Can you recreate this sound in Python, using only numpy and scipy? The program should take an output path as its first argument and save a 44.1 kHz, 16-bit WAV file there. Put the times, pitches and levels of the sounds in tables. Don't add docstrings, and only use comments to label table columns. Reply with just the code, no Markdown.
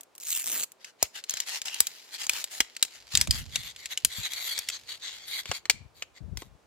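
import sys
import numpy as np
from scipy import signal
from scipy.fft import rfft, irfft, next_fast_len
from scipy.io import wavfile
from scipy.ndimage import map_coordinates

SR = 44100
rng = np.random.default_rng(int(sys.argv[2]) if len(sys.argv) > 2 else 0)


def wrap_up_sound(samples):
    columns = np.atleast_2d(samples).T
    tamed = np.clip(columns, -1, 1)
    steps = np.round(tamed * 32767).astype(np.int16)
    wavfile.write(sys.argv[1], SR, steps)


N = 293909

# f/Hz, level/dB
SCRAPE_TONE = [(400, -35), (800, -7.5), (1200, -10.5), (1800, -0.5), (4400, 2), (7500, -1.5), (9000, -15),
               (11000, -31.5)]
# f/Hz, level/dB
HISS_TONE = [(7000, -15.5), (9000, -5), (11000, -1.5), (13000, -9.5), (14000, -3.5), (16000, -15.5)]


def amp(db):
    return 10 ** (np.asarray(db) / 20)


def unit(x):
    return x / np.sqrt(np.mean(x ** 2) + 1e-20)


def along(points, hz):
    f, values = np.transpose(points)
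    return np.interp(np.log(hz + 1), np.log(f), values)


def add(track, start, sound):
    room = track[:, max(round(start * SR), 0):][:, :sound.shape[-1]]
    room += sound[:, :room.shape[-1]]


def wobble(rate, length):
    knots = rng.standard_normal(int(length * rate / SR) + 4)
    return map_coordinates(knots, [np.arange(length) * rate / SR])


def gesture(t, length, edge):
    return (1 + np.tanh(t / edge)) * (1 + np.tanh((length - t) / edge)) / 4


def filtered(x, response):
    n = x.shape[-1]
    size = next_fast_len(n + 2048)
    return irfft(rfft(x, size) * response(np.fft.rfftfreq(size, 1 / SR)), size)[..., :n]


def coloured(x, tone):
    return unit(filtered(x, lambda hz: amp(along(tone, hz))))


def morphed(x, gain):
    hz, t, spectra = signal.stft(x, SR, nperseg=512)
    return signal.istft(spectra * gain(hz[:, None], t), SR, nperseg=512)[1][:, :x.shape[1]]


def stereo_noise(length, apart):
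    common, own = rng.standard_normal((2, length))
    return unit(np.array([common + apart * own, common - apart * own]))


def grains(length, rate, life, spread_db):
    sizes = amp(spread_db * np.clip(rng.standard_normal(length), -2, 2))
    slips = sizes * (rng.random(length) < rate / SR)
    decay = np.exp(-2 * np.arange(SR // 50) / SR / life)
    return unit(np.sqrt(np.abs(signal.fftconvolve(slips ** 2, decay)[:length])))


def resonance(hz, centre_hz, width_hz):
    return 1 / (1 + (2 * (hz - centre_hz) / width_hz) ** 2)


def ringing(hz, peaks, base_db):
    return amp(base_db) + sum(amp(db) * resonance(hz, f, width) for f, width, db in peaks)


def frame_gain(hz, base_db):
    # f/Hz, width/Hz, level/dB
    frame_peaks = [(2220, 3000, -3.5), (3170, 450, -9.5), (3980, 290, -4), (4450, 330, -8), (5010, 960, -4),
                   (6440, 400, -22), (7160, 1800, -5.5), (9900, 75, -0.5), (12300, 2200, 0.5)]
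    return ringing(hz, frame_peaks, base_db)


def ripple(hz, depth_db, spacing_hz):
    knots = rng.standard_normal(int(hz[-1] / spacing_hz) + 4)
    return amp(depth_db * map_coordinates(knots, [hz / spacing_hz]))


def patches(hz, t, depth_db, spacing_hz, life):
    where = np.broadcast_arrays(hz / spacing_hz, t / life)
    knots = rng.standard_normal([int(w.max()) + 2 for w in where])
    return amp(depth_db * map_coordinates(knots, where))


def garden_air():
    # f/Hz, level/dB
    air_tone = [(30, -11.5), (120, -7), (450, 4.5), (1000, 0.5), (2000, -7.5), (7000, -14.5), (9000, -19),
                (16000, -27.5)]
    return amp(-65) * coloured(stereo_noise(N, apart=0.62), air_tone)


def garden_echo(x):
    # f/Hz, t/s
    fade_times = [(200, .25), (2500, 0.37), (14000, 0.17)]
    hz, t, spectra = signal.stft(rng.standard_normal((2, SR // 2)), SR, nperseg=256)
    tail = signal.istft(spectra * amp(-60 * t / along(fade_times, hz)[:, None]), SR, nperseg=256)[1]
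    return signal.fftconvolve(x, tail / np.linalg.norm(tail[0]), axes=1)[:, :N]


def wind():
    # f/Hz, level/dB
    rumble_tone = [(25, -22.5), (55, 8), (115, 3.5), (230, -8.5), (400, -25), (700, -31.5), (1500, -84)]
    # t/s, length/s, level/dB, left minus right/dB
    gusts = [(3.142, .11, -45.5, 21), (3.282, 0.015, -26.5, -12.5), (3.305, 0.14, -38.5, -3),
             (3.457, 0.23, -51, -9), (4.036, 0.043, -51.5, -8), (4.184, 0.033, -50.5, 24.5),
             (5.493, 0.017, -47, 27.5), (5.736, 0.13, -53, 12.5), (6.206, 0.18, -48.5, 26)]
    fade_in = np.interp(np.arange(N) / SR, [2.9, 3], [0, 1])
    draught = fade_in * amp(4.6 * np.array([wobble(5.7, N), wobble(27, N)]))
    out = amp(-71.5) * draught * coloured(rng.standard_normal((2, N)), rumble_tone)
    lead_s = .02
    t = np.arange(SR // 2) / SR - lead_s
    for start, length, db, side_db in gusts:
        bump = gesture(t, length, edge=0.0017) * amp(-4 * np.abs(t) / length)
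        wake = amp(-17) * gesture(t, 2 * length, edge=0.0082)
        rumble = coloured(rng.standard_normal((2, len(t))), rumble_tone)
        swirl = (bump + wake) * rumble * amp(4 * wobble(50, len(t)))
        swirl /= np.sqrt(np.sum(swirl ** 2, axis=1, keepdims=True) / (length * SR))
        add(out, start - lead_s, amp([[db + side_db / 2], [db - side_db / 2]]) * swirl)
    return out


def jostling():
    held = gesture(np.arange(N) / SR - 1.15, length=4.35, edge=.05) * amp(2.5 * wobble(12, N))
    ticks = unit(grains(N, rate=92, life=.002, spread_db=5) + .9)
    tubes = filtered(ticks * stereo_noise(N, apart=0.55), lambda hz: frame_gain(hz, base_db=-3.5))
    return held * (amp(-55.5) * coloured(tubes, SCRAPE_TONE) + amp(-66.5) * coloured(tubes, HISS_TONE))


def sliding():
    # start t/s, end t/s, relative level/dB, swell from start to end/dB, hiss over scrape/dB
    strokes = [(0.805, 0.904, -55.5, 7, -14), (1, 1.056, -44.5, 14.5, -23), (1.157, 1.2, -39, -10.5, -11.5),
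               (1.291, 1.437, -42.5, -1.5, -15), (1.465, 1.583, -35.5, 4, -9.5),
               (1.659, 1.838, -40.5, -5, -10.5), (1.833, 2.123, -55.5, -12, -5.5),
               (2.123, 2.154, -37, 16, -11), (2.202, 2.244, -33.5, 0, -7.5), (2.299, 2.419, -37.5, 8, -5.5),
               (2.513, 2.591, -41.5, 1, -2), (2.908, 2.984, -51.5, 1, -9), (3.117, 3.244, -38, 0, -10),
               (3.314, 3.42, -38, -3.5, -7.5), (3.526, 3.712, -43, 3, -11.5),
               (3.764, 3.856, -49.5, 10, -14), (3.898, 3.926, -35.5, 19.5, -11),
               (4.101, 4.279, -37, 7, -9.5), (4.307, 4.539, -37, 6.5, -6), (4.55, 4.662, -42, -13.5, -15),
               (4.679, 4.774, -40.5, 2.5, -20), (4.889, 4.963, -40.5, -11.5, -16.5),
               (5.026, 5.27, -44, -16, -20), (5.275, 5.408, -38.5, 3.5, -6),
               (5.469, 5.582, -39.5, 9, -13.5), (5.958, 6.027, -58.5, 5, -5), (6.162, 6.179, -45.5, 2, -20),
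               (6.384, 6.482, -60.5, -18, -1)]
    # f/Hz, width/Hz, level/dB
    pole_peaks = [(2160, 340, -4.5), (3390, 340, -3.5), (3880, 260, -2), (4458, 260, -0.5),
                  (6250, 150, -11.5), (7160, 860, -7.5), (9190, 130, -1), (12310, 450, 1.5)]
    # f/Hz, level/dB
    canvas_tone = [(90, -24), (220, -12.5), (600, -3.5), (1100, 0.5), (2000, 7), (4000, -43.5)]
    bundled = lambda hz: frame_gain(hz, base_db=-0.5)
    freed = lambda hz: ringing(hz, pole_peaks, base_db=-15)
    bundle_opens_s, lead_s = 3.4, .04
    out = np.zeros((2, N))
    t = np.arange(2 * SR // 5) / SR - lead_s
    for start, end, db, swell_db, hiss_db in strokes:
        length = max(end - start, .01)
        progress = np.clip(t / length, 0, 1)
        unsteady_db = 1.4 * wobble(43.3, len(t))
        speed = gesture(t, length, edge=0.015) * amp(swell_db * (progress - .5) + unsteady_db)
        slips = unit(grains(len(t), rate=900, life=.001, spread_db=4) + 1)
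        rings = bundled if start < bundle_opens_s else freed
        tube_gain = lambda hz, s: rings(hz) * patches(hz, s, depth_db=3.6, spacing_hz=300, life=.06)
        tubes = morphed(slips * stereo_noise(len(t), apart=0.81), tube_gain)
        cloth = amp(-16) * coloured(slips * stereo_noise(len(t), apart=.3), canvas_tone)
        rub = coloured(tubes, SCRAPE_TONE) + amp(hiss_db) * coloured(tubes, HISS_TONE) + cloth
        add(out, start - lead_s, amp(db) * speed * rub)
    return out * amp([[1.2], [-.8]])


def strap():
    # f/Hz, level/dB
    rip_tone = [(600, -31.5), (1300, -16), (2100, -11), (2800, -6), (5000, -6), (7600, 3), (9500, -2),
                (14800, 0), (16000, -21)]
    # f/Hz, level/dB
    drum_tone = [(90, -22), (200, 2), (600, 2.5), (1100, 1), (2000, -2), (4000, -29)]
    # t/s, level/dB
    single_hooks = [(.009, -35), (.033, -42), (0.152, -43), (0.16, -48), (.18, -35.5), (0.27, -28),
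                    (0.304, -21.5), (.636, -20.5), (.719, -38.5)]
    peel_s, full_speed_s, free_s = .2, 0.32, 0.6384
    t = np.arange(N) / SR
    rise_db = -16.5 * np.maximum(full_speed_s - t, 0) / (full_speed_s - peel_s)
    release_db = -1709 * np.maximum(t - free_s, 0)
    slack_db = -5 * np.exp(-((t - 0.413) / 0.027) ** 2)
    pull = (t > peel_s) * amp(rise_db + release_db + slack_db)
    ring_hz = lambda s: 5540 / (1 + np.maximum(s - peel_s, 0) / 0.16)
    drum_gain = amp(-49.5 - 107 * np.maximum(0.5 - t, 0))
    ring = lambda hz, s: 1 + 0.65 * resonance(hz, ring_hz(s), width_hz=1400)
    strap_gain = lambda hz, s: ring(hz, s) * patches(hz, s, depth_db=3, spacing_hz=670, life=.035)
    tearing = unit(grains(N, rate=520, life=.001, spread_db=3.6) + .35)
    hooks = morphed(tearing * stereo_noise(N, apart=0.43), strap_gain)
    drum = drum_gain * coloured(tearing * stereo_noise(N, apart=0.33), drum_tone)
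    out = pull * (amp(-29.5) * coloured(hooks, rip_tone) + drum)
    age = np.arange(SR // 50) / SR
    for start, db in single_hooks:
        snap = coloured(stereo_noise(len(age), apart=0.58), rip_tone)
        add(out, start, amp(db - 60 * age / 0.02) * snap)
    return out


def clack(knock_db, hard_db, ping_hz, ping_db):
    t = np.arange(SR // 16) / SR
    body_db, snap_db = -4 - hard_db, -11 + hard_db
    crack_s = 0.02 * 2 ** (-hard_db / 17.5)
    ping_s, shiver_s, thud_s = 0.018, 0.087, 0.047
    tone = [(60, knock_db - 2), (250, knock_db + 0.5), (700, knock_db + 4), (1100, knock_db + 2.5),
            (1700, body_db - 4), (2800, body_db), (4500, -3.6), (7800, 1),
            (9500, snap_db + 5), (16000, snap_db - 2.5)]
    frame = lambda hz: frame_gain(hz, base_db=-1) * ripple(hz, depth_db=2, spacing_hz=257.7)
    rings = filtered(stereo_noise(len(t), apart=0.36), lambda hz: amp(along(tone, hz)) * frame(hz))
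    rings /= np.sqrt(np.mean(rings[:, :SR // 250] ** 2))
    rise = 1 - np.exp(-t / .00025)
    damped_t = np.maximum(t - .001, 0)
    crack = rings * amp(-60 * damped_t / crack_s)
    ping = np.sqrt(2) * amp(ping_db - 60 * damped_t / ping_s) * np.sin(2 * np.pi * ping_hz * t)
    shiver = rings * amp(-22 - 60 * t / shiver_s)
    thud = amp(-22.5 + knock_db + hard_db - 60 * t / thud_s) * np.sin(2 * np.pi * 75 * t)
    return rise * (crack + ping + shiver) + thud


def poles():
    # t/s, relative level/dB, low knock/dB, hardness/dB, ping f/Hz, ping over crack/dB
    hits = [(0.8451, -37, -33, -5.5, 4800, -9), (1.0268, -12.5, -8, 7, 6880, -5),
            (1.239, -35.5, -28, -1, 4130, -3), (1.2953, -25.5, -29, 2.5, 6400, 0),
            (1.307, -27.5, -29, 7, 5770, -5), (1.338, -28, -16, 1.5, 6730, -3),
            (1.3706, -28.5, -29, -4, 6580, -10), (1.4017, -22.5, -33, 2, 7010, -4.5),
            (1.6168, -29, -22.5, 0, 3640, -11), (1.656, -30, -19, 1, 5450, -17.5),
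            (1.6823, -31.5, -21, -7.5, 3850, -4), (1.7435, -28.5, -28, 3, 4400, -10),
            (1.804, -10, -17.5, 7, 8070, -7), (1.8692, -21.5, -26, 4, 7520, -9),
            (2.2665, -28, -11.5, 1.5, 6400, -6), (2.2947, -16.5, -18.5, 3, 2445, -2.5),
            (2.334, -30, -12, 5, 4970, -9), (2.441, -25, -21.5, 1.5, 7500, -7),
            (2.6039, -13, -10, -2.5, 1964, -7), (2.7656, -32.5, -19.5, -2, 4330, -9),
            (2.8264, -13, -24, 1, 3880, -7.5), (2.8496, -33.5, -16, -0.5, 5220, -12),
            (3.1521, -14.5, -15, -0.5, 3760, -4), (3.1731, -15.5, -29, 0.5, 6880, -7),
            (3.2122, -16, -21, 0.5, 5110, -3), (3.2727, -30.5, -4, -1.5, 2400, -6.5),
            (3.3087, -16, -45, 1, 4950, -0.5), (3.5576, -21.5, -16.5, -5.5, 3784, -0.5),
            (3.762, -41, -15, -5, 3510, -4), (3.8573, -30, -25, -3, 6940, -13),
            (3.9744, -24.5, -25.5, -2, 2960, -1), (4.0482, -12.5, -23.5, 3, 9220, -6),
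            (4.334, -30, -18, 0.5, 4560, -1.5), (4.578, -28.5, -16, -5, 7400, -17),
            (4.5891, -25.5, -14, 5.5, 5640, -8), (4.6872, -24.5, -26, -1.5, 5400, -7),
            (4.6995, -30, -15, -5, 3420, -8), (5.456, -36.5, -0.5, -7.5, 3500, -7),
            (5.514, -23, 0, -8.5, 535, -7.5), (5.6545, -36, -2, -8, 4260, -0.5),
            (5.6977, -11.5, -17, -4, 2360, -4.5), (5.7074, -26, -7.5, -4.5, 4530, -2),
            (6.0226, -29, -5.5, -9.5, 2544, -2.5), (6.372, -32, -11, 0.5, 2085, -11),
            (6.42, -39, 9.5, -5, 1980, -8)]
    out = np.zeros((2, N))
    for start, db, *colour in hits:
        add(out, start, amp(db) * clack(*colour))
    return out * amp([[3.4], [1.1]])


def placed(x):
    # t/s, delay/samples
    left_delays = [(2.7, 2), (3.3, 1.15), (4.3, 1.17), (5.2, -2.5)]
    n = np.arange(N)
    lag = np.interp(n / SR, *np.transpose(left_delays))
    left = map_coordinates(x[0], [n - lag / 2], order=5)
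    right = map_coordinates(x[1], [n + lag / 2], order=5)
    return np.array([left, right])


def scene():
    chair = placed(strap() + sliding() + jostling() + poles())
    return garden_air() + amp(-23) * garden_echo(chair) + wind() + chair


def record(dry):
    low_cut_hz, top_hz, ceiling = 46, 16100, .93
    lean = signal.sosfilt(signal.butter(4, low_cut_hz, "high", fs=SR, output="sos"), dry)
    rounded = lean / (1 + np.abs(lean / ceiling) ** 6) ** (1 / 6)
    return filtered(rounded, lambda hz: 1 / np.sqrt(1 + (hz / top_hz) ** 300))


dry = scene()
out = record(dry)
wrap_up_sound(out)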